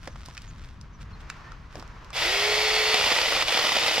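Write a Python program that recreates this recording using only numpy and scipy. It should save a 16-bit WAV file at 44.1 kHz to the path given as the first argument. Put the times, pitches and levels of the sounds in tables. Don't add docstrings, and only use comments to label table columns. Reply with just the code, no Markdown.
import sys
import numpy as np
from scipy import signal
from scipy.fft import rfft, irfft
from scipy.io import wavfile

SR = 44100
rng = np.random.default_rng(int(sys.argv[2]) if len(sys.argv) > 2 else 0)


def dump(signal):
    limited = np.clip(np.atleast_2d(signal).T, -1, 1)
    pcm = np.round(limited * 32767).astype(np.int16)
    wavfile.write(sys.argv[1], SR, pcm)


N = 176400
T, HZ = np.arange(N) / SR, np.fft.rfftfreq(N, 1 / SR)
EDGE_HZ = 15850


def amp(db):
    return 10 ** (np.asarray(db) / 20)


def unit(x):
    return x / np.sqrt(np.mean(x ** 2) + 1e-20)


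def peaking(x, db):
    return amp(db) * x / abs(x).max()


def curve(points):
    return np.interp(T, *np.transpose(points))


def swell(centre_s, half_s):
    return np.exp(-((T - centre_s) / half_s) ** 2)


def spectrum(points, column=1, hz=HZ):
    table = np.transpose(points)
    return np.interp(np.log(hz + 1), np.log(table[0]), table[column])


def colour(x, points, size=4096):
    gain = amp(spectrum(points, hz=np.fft.rfftfreq(size, 1 / SR)))
    cepstrum = irfft(np.log(gain))
    cepstrum[1:size // 2] *= 2
    cepstrum[size // 2 + 1:] = 0
    impulse = irfft(np.exp(rfft(cepstrum)))
    return signal.fftconvolve(x, impulse / np.linalg.norm(impulse))[:N]


def resonate(x, hz, width_hz):
    carrier = np.exp(2j * np.pi * np.cumsum(hz * np.ones(len(x))) / SR)
    pole = np.exp(-np.pi * width_hz / SR)
    return 2 * (carrier * signal.lfilter([1 - pole], [1, -pole], x / carrier + 1e-18)).real


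def drift(hz):
    return unit(irfft(rfft(rng.standard_normal(N)) / (1 + (HZ / hz) ** 4), N))


def add(mix, start_s, sound):
    part = mix[max(round(start_s * SR), 0):][:len(sound)]
    part += sound[:len(part)]


def stereo_noise(points, side):
    mid, apart = rng.standard_normal((2, N))
    return np.array([colour(mid + sign * side * apart, points) for sign in (1, -1)])


WIND_SPECTRUM = [(15, -9), (42, 3.5), (75, -4), (135, -5.5), (320, -24), (3000, -73.5)]
WIND_LEVEL = [(0, -43.5), (1.4, -43.5), (1.62, -48), (4, -48.5)]
def wind(gust_db=2):
    rumble = stereo_noise(WIND_SPECTRUM, side=0.15)
    return rumble * amp(curve(WIND_LEVEL) + gust_db * drift(6.6)) * amp([[.7], [-.7]])


LEAF_SPECTRUM = [(780, -3), (1050, 4), (1700, -1.5), (3500, -13), (6000, -17.5), (8500, -34), (15000, -43)]
LEAF_LEVEL = [(.85, -57.5), (1.45, -48.5), (1.66, -55), (1.9, -50)]
def leaves(flicker_db=0.98):
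    return stereo_noise(LEAF_SPECTRUM, side=0.45) * amp(curve(LEAF_LEVEL) + flicker_db * drift(25))


RUSTLES = [(0.056, 0.03, -51), (0.288, 0.3, -54.5), (0.644, 0.095, -59), (1.02, 0.016, -46),
           (1.208, 0.011, -52), (1.774, 0.056, -52)]
BRUSH_SPECTRUM = [(400, -8), (1400, 4), (5500, -6), (8500, -19.5), (15000, -32)]
def brush(crackles_per_s=800, spread_db=4.5):
    grains = (rng.random(N) < crackles_per_s / SR) * rng.choice([-1, 1], N)
    grains = grains * amp(spread_db * rng.exponential(1, N).clip(0, 4))
    envelope = sum(amp(db) * swell(s, half_s) for s, half_s, db in RUSTLES)
    return colour(unit(grains) * envelope, BRUSH_SPECTRUM)


SNAPS = [(0.074, -24, 527, -2.5, -11), (0.078, -32, 530, 1, -13), (0.157, -33, 1100, -9, -16),
         (0.284, -29.5, 1050, 11.5, -2), (0.368, -33, 2270, -24, -10), (0.376, -27, 2540, -37, -6),
         (1.299, -23, 2620, -16, -8.5), (1.518, -33.5, 1300, -4, -13), (1.754, -28, 595, 2, -2),
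         (1.824, -31, 885, 3.5, -11), (2.103, -32, 1100, -9.5, -7)]
TICKS = [(0.258, -32.5), (0.348, -40.5), (0.418, -37), (0.811, -37.5), (1.796, -35.5), (1.829, -51),
         (1.876, -46), (2.045, -41.5)]
STALK_SPECTRUM = [(1500, -10), (5200, 6.5), (8500, -9.5), (15000, -22.5)]
def twigs(strain_s=.003, crack_s=0.0014, shed_s=0.01, splinter_db=-17, ring_db=10):
    out = np.zeros(N)
    t = T[:SR // 10] - T[SR // 20]

    def fracture():
        crack, splinters = rng.standard_normal((2, len(t)))
        crack = np.sign(crack) * np.exp(-abs(t) / crack_s) * (t >= 0)
        splinters = unit(splinters ** 3) * np.exp(-abs(t) / np.where(t < 0, strain_s, shed_s))
        return crack + amp(splinter_db) * splinters
    for s, db, ring_hz, bass, treble in SNAPS:
        burst = fracture()
        burst += amp(ring_db) * resonate(burst, ring_hz, width_hz=140)
        shape = [(650, bass), (1450, 0), (3400, treble - 3), (5200, treble), (EDGE_HZ, treble - 36)]
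        add(out, s + crack_s + t[0], peaking(colour(burst, shape), db))
    for s, db in TICKS:
        add(out, s + crack_s + t[0], peaking(colour(fracture(), STALK_SPECTRUM), db))
    return out


CALLS = [(.095, 0.051, 6600, 5400, -60), (.32, .033, 6000, 5650, -58), (0.469, 0.042, 6800, 6400, -53),
         (0.926, 0.046, 6150, 5650, -61), (1.124, 0.033, 4000, 4300, -53.5),
         (1.439, 0.08, 1740, 1860, -49.5)]
def birds():
    out = np.zeros(N)
    waver = 1 + .018 * drift(150)
    for s, length_s, from_hz, to_hz, db in CALLS:
        progress = np.clip((T - s) / length_s, 0, 1)
        hz = (from_hz + (to_hz - from_hz) * progress) * waver
        out += amp(db) * np.sin(np.pi * progress) * np.sin(2 * np.pi * np.cumsum(hz) / SR)
    return out


SOIL_SPECTRUM = [(330, 4), (950, -3.5), (4000, -42)]
def boot(level_db=-43.5):
    grit = unit(rng.standard_normal(N) ** 3)
    return colour(grit * amp(level_db) * swell(centre_s=1.785, half_s=0.038), SOIL_SPECTRUM)


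SAW_ON_S, SPIN_UP_S, CUT_S, LOAD_S = 2.166, 0.3, 2.925, 0.18
LINK_RATE = [(2.12, 151), (2.17, 324), (2.24, 330), (2.33, 390), (2.43, 415), (2.56, 425), (2.7, 432),
             (2.93, 433.5), (3.09, 396), (3.19, 346), (3.5, 326)]
def sprocket_travel(flutter=.001):
    return np.cumsum(curve(LINK_RATE) * (1 + flutter * drift(20))) / SR


def load():
    return np.clip((T - CUT_S) / LOAD_S, 0, 1)


def link_clicks(links, jitter):
    count = np.floor(np.maximum.accumulate(links + jitter * drift(300)))
    return np.diff(count, prepend=0).clip(0, 1) * rng.choice([-1, 1], N)


BAR_MODES = [(1950, 1946), (2250, 2450), (2620, 2920), (3400, 3500)]
SAW_SPECTRUM = [(260, -27), (460, -3), (750, -1), (1100, -6), (1340, -3.5), (1650, -7.5), (1900, -2),
                (3450, -3), (4000, -5.5), (4900, -3.5), (6400, -15.5), (7400, -17.5), (8200, -24),
                (12000, -26.5), (15800, -39)]
def bar(force, grip, width_hz=100, ring_db=-1.5):
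    wander = 1 + 0.027 * drift(6.2)[:len(force)]
    modes_hz = [(free + (gripped - free) * grip) * wander for free, gripped in BAR_MODES]
    ring = sum(resonate(force, hz, width_hz) for hz in modes_hz)
    return colour(force + amp(ring_db) * ring, SAW_SPECTRUM)


CLATTER = [(2.13, -42), (2.135, -41.5), (2.168, -29), (2.24, -26.5), (2.95, -26), (3.4, -27.5)]
def chain(links, strike_share=0.21, spread_db=3, surge_depth=0.12):
    strikes = link_clicks(links, jitter=.06) * amp(spread_db * rng.standard_normal(N))
    strikes /= strikes[T > SAW_ON_S].std()
    rattle = unit(rng.standard_normal(N) * (1 + surge_depth * np.cos(2 * np.pi * links)))
    force = np.sqrt(strike_share) * strikes + np.sqrt(1 - strike_share) * rattle
    return bar(force * amp(curve(CLATTER)) * (T > CLATTER[0][0]), load())


TONES = [(1, -33.5), (5 / 6, -50.5), (5, -41)]
def sprocket_tones(links, load_db=-19, waver_db=1):
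    spin_up = np.clip((T - SAW_ON_S) / SPIN_UP_S, 0, 1)
    tones = np.sqrt(2) * sum(amp(db) * np.sin(2 * np.pi * k * links) for k, db in TONES)
    return tones * spin_up * amp(load_db * load() + waver_db * drift(11))


HOUSING_MODES = [(3560, -40), (3800, -35), (4400, -34)]
def gear_whine(links, cycles_per_link=61 / 6, width_hz=230, waver_db=2):
    gear_hz = cycles_per_link * curve(LINK_RATE)
    housing = sum(amp(db) / (1 + (2 * (gear_hz - hz) / width_hz) ** 2) for hz, db in HOUSING_MODES)
    whine = np.sqrt(2) * np.sin(2 * np.pi * cycles_per_link * links)
    return whine * housing * (T > SAW_ON_S) * (1 - load()) * amp(waver_db * drift(43))


PRESSURE = [(2.88, -80), (2.95, -37), (3.09, -29.5), (3.3, -31.5), (3.45, -34.5), (3.51, -30), (3.7, -30.5)]
WOOD_SPECTRUM = [(100, -19.5), (380, -2.5), (690, -3.5), (1050, -8), (1340, -2.5), (4000, -37)]
def cutting(links, bite_chance=.26, spread_db=3.5, tear_s=0.0032, knock_gain=0.3, wood_db=-8.5):
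    bites = link_clicks(links, jitter=.25) * (rng.random(N) < bite_chance)
    bites *= amp(spread_db * rng.standard_normal(N).clip(-2, 1))
    tails = signal.lfilter([1], [1, -np.exp(-1 / (tear_s * SR))], bites)
    tearing = tails * rng.standard_normal(N)
    force = unit(tearing) + knock_gain * unit(bites)
    force /= force[T > CUT_S].std()
    force *= amp(curve(PRESSURE)) * (T > PRESSURE[0][0])
    return bar(force, load()) + amp(wood_db) * colour(force, WOOD_SPECTRUM)


CATCHES = [(2.943, -11, -20), (3.066, -19, -20), (3.105, -17.5, -26), (3.322, -19, -16),
           (3.364, -16.5, -19.5), (3.411, -18, -31), (3.424, -12, -35), (3.59, -19.5, -18),
           (3.768, -14, -19.5), (3.863, -13.5, -23)]
def catches(decay_s=0.0034):
    out, t = np.zeros(N), T[:SR // 20]
    for s, clank_db, knock_db in CATCHES:
        jolt = np.exp(-t / decay_s) * rng.standard_normal(len(t))
        clank = peaking(bar(jolt, grip=1), clank_db)
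        knock = peaking(colour(jolt, WOOD_SPECTRUM), knock_db)
        add(out, s, clank + knock)
    return out


MIC_PAIR = [(815, 0.011, -2), (2400, 0.15, 0), (4900, 0.24, -0.2), (9800, 0.72, -4.5)]
def microphones(direct, draw_scattered, left_lag_s=3.9e-5, echo_db=-16.5, echo_t60_s=.25):
    share = spectrum(MIC_PAIR).clip(0, 1)
    lag_rad = np.pi * HZ * left_lag_s
    ports = []

    def through(x, response):
        impulse = np.roll(irfft(response, N), SR // 20)[:SR // 10]
        return signal.fftconvolve(x, impulse)[SR // 20:][:N]
    for sign in (1, -1):
        gain = amp(sign * spectrum(MIC_PAIR, column=2) / 2)
        gain /= np.sqrt((1 - share) * np.cos(lag_rad) ** 2 + share / 2)
        port = through(direct, gain * np.sqrt(1 - share) * np.exp(-1j * sign * lag_rad))
        port += through(draw_scattered(), gain * np.sqrt(share))
        trees = rng.standard_normal(SR // 2) * amp(-60 * T[:SR // 2] / echo_t60_s)
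        echo = signal.fftconvolve(port, trees / np.linalg.norm(trees))[:N]
        ports.append(port + amp(echo_db) * echo)
    return np.array(ports)


def scene(ease_db=-6.5):
    links = sprocket_travel()
    ease = amp(ease_db * swell(centre_s=3.452, half_s=0.021))

    def noises():
        return ease * (chain(links) + cutting(links)) + catches() + twigs() + brush() + boot()
    direct = noises() + sprocket_tones(links) + gear_whine(links) + birds()
    return microphones(direct, noises) + wind() + leaves()


def record(dry):
    lowpass = signal.firwin(511, EDGE_HZ, window=("kaiser", 9), fs=SR)
    return signal.oaconvolve(dry, lowpass[None], "same")


dry = scene()
out = record(dry)
dump(out)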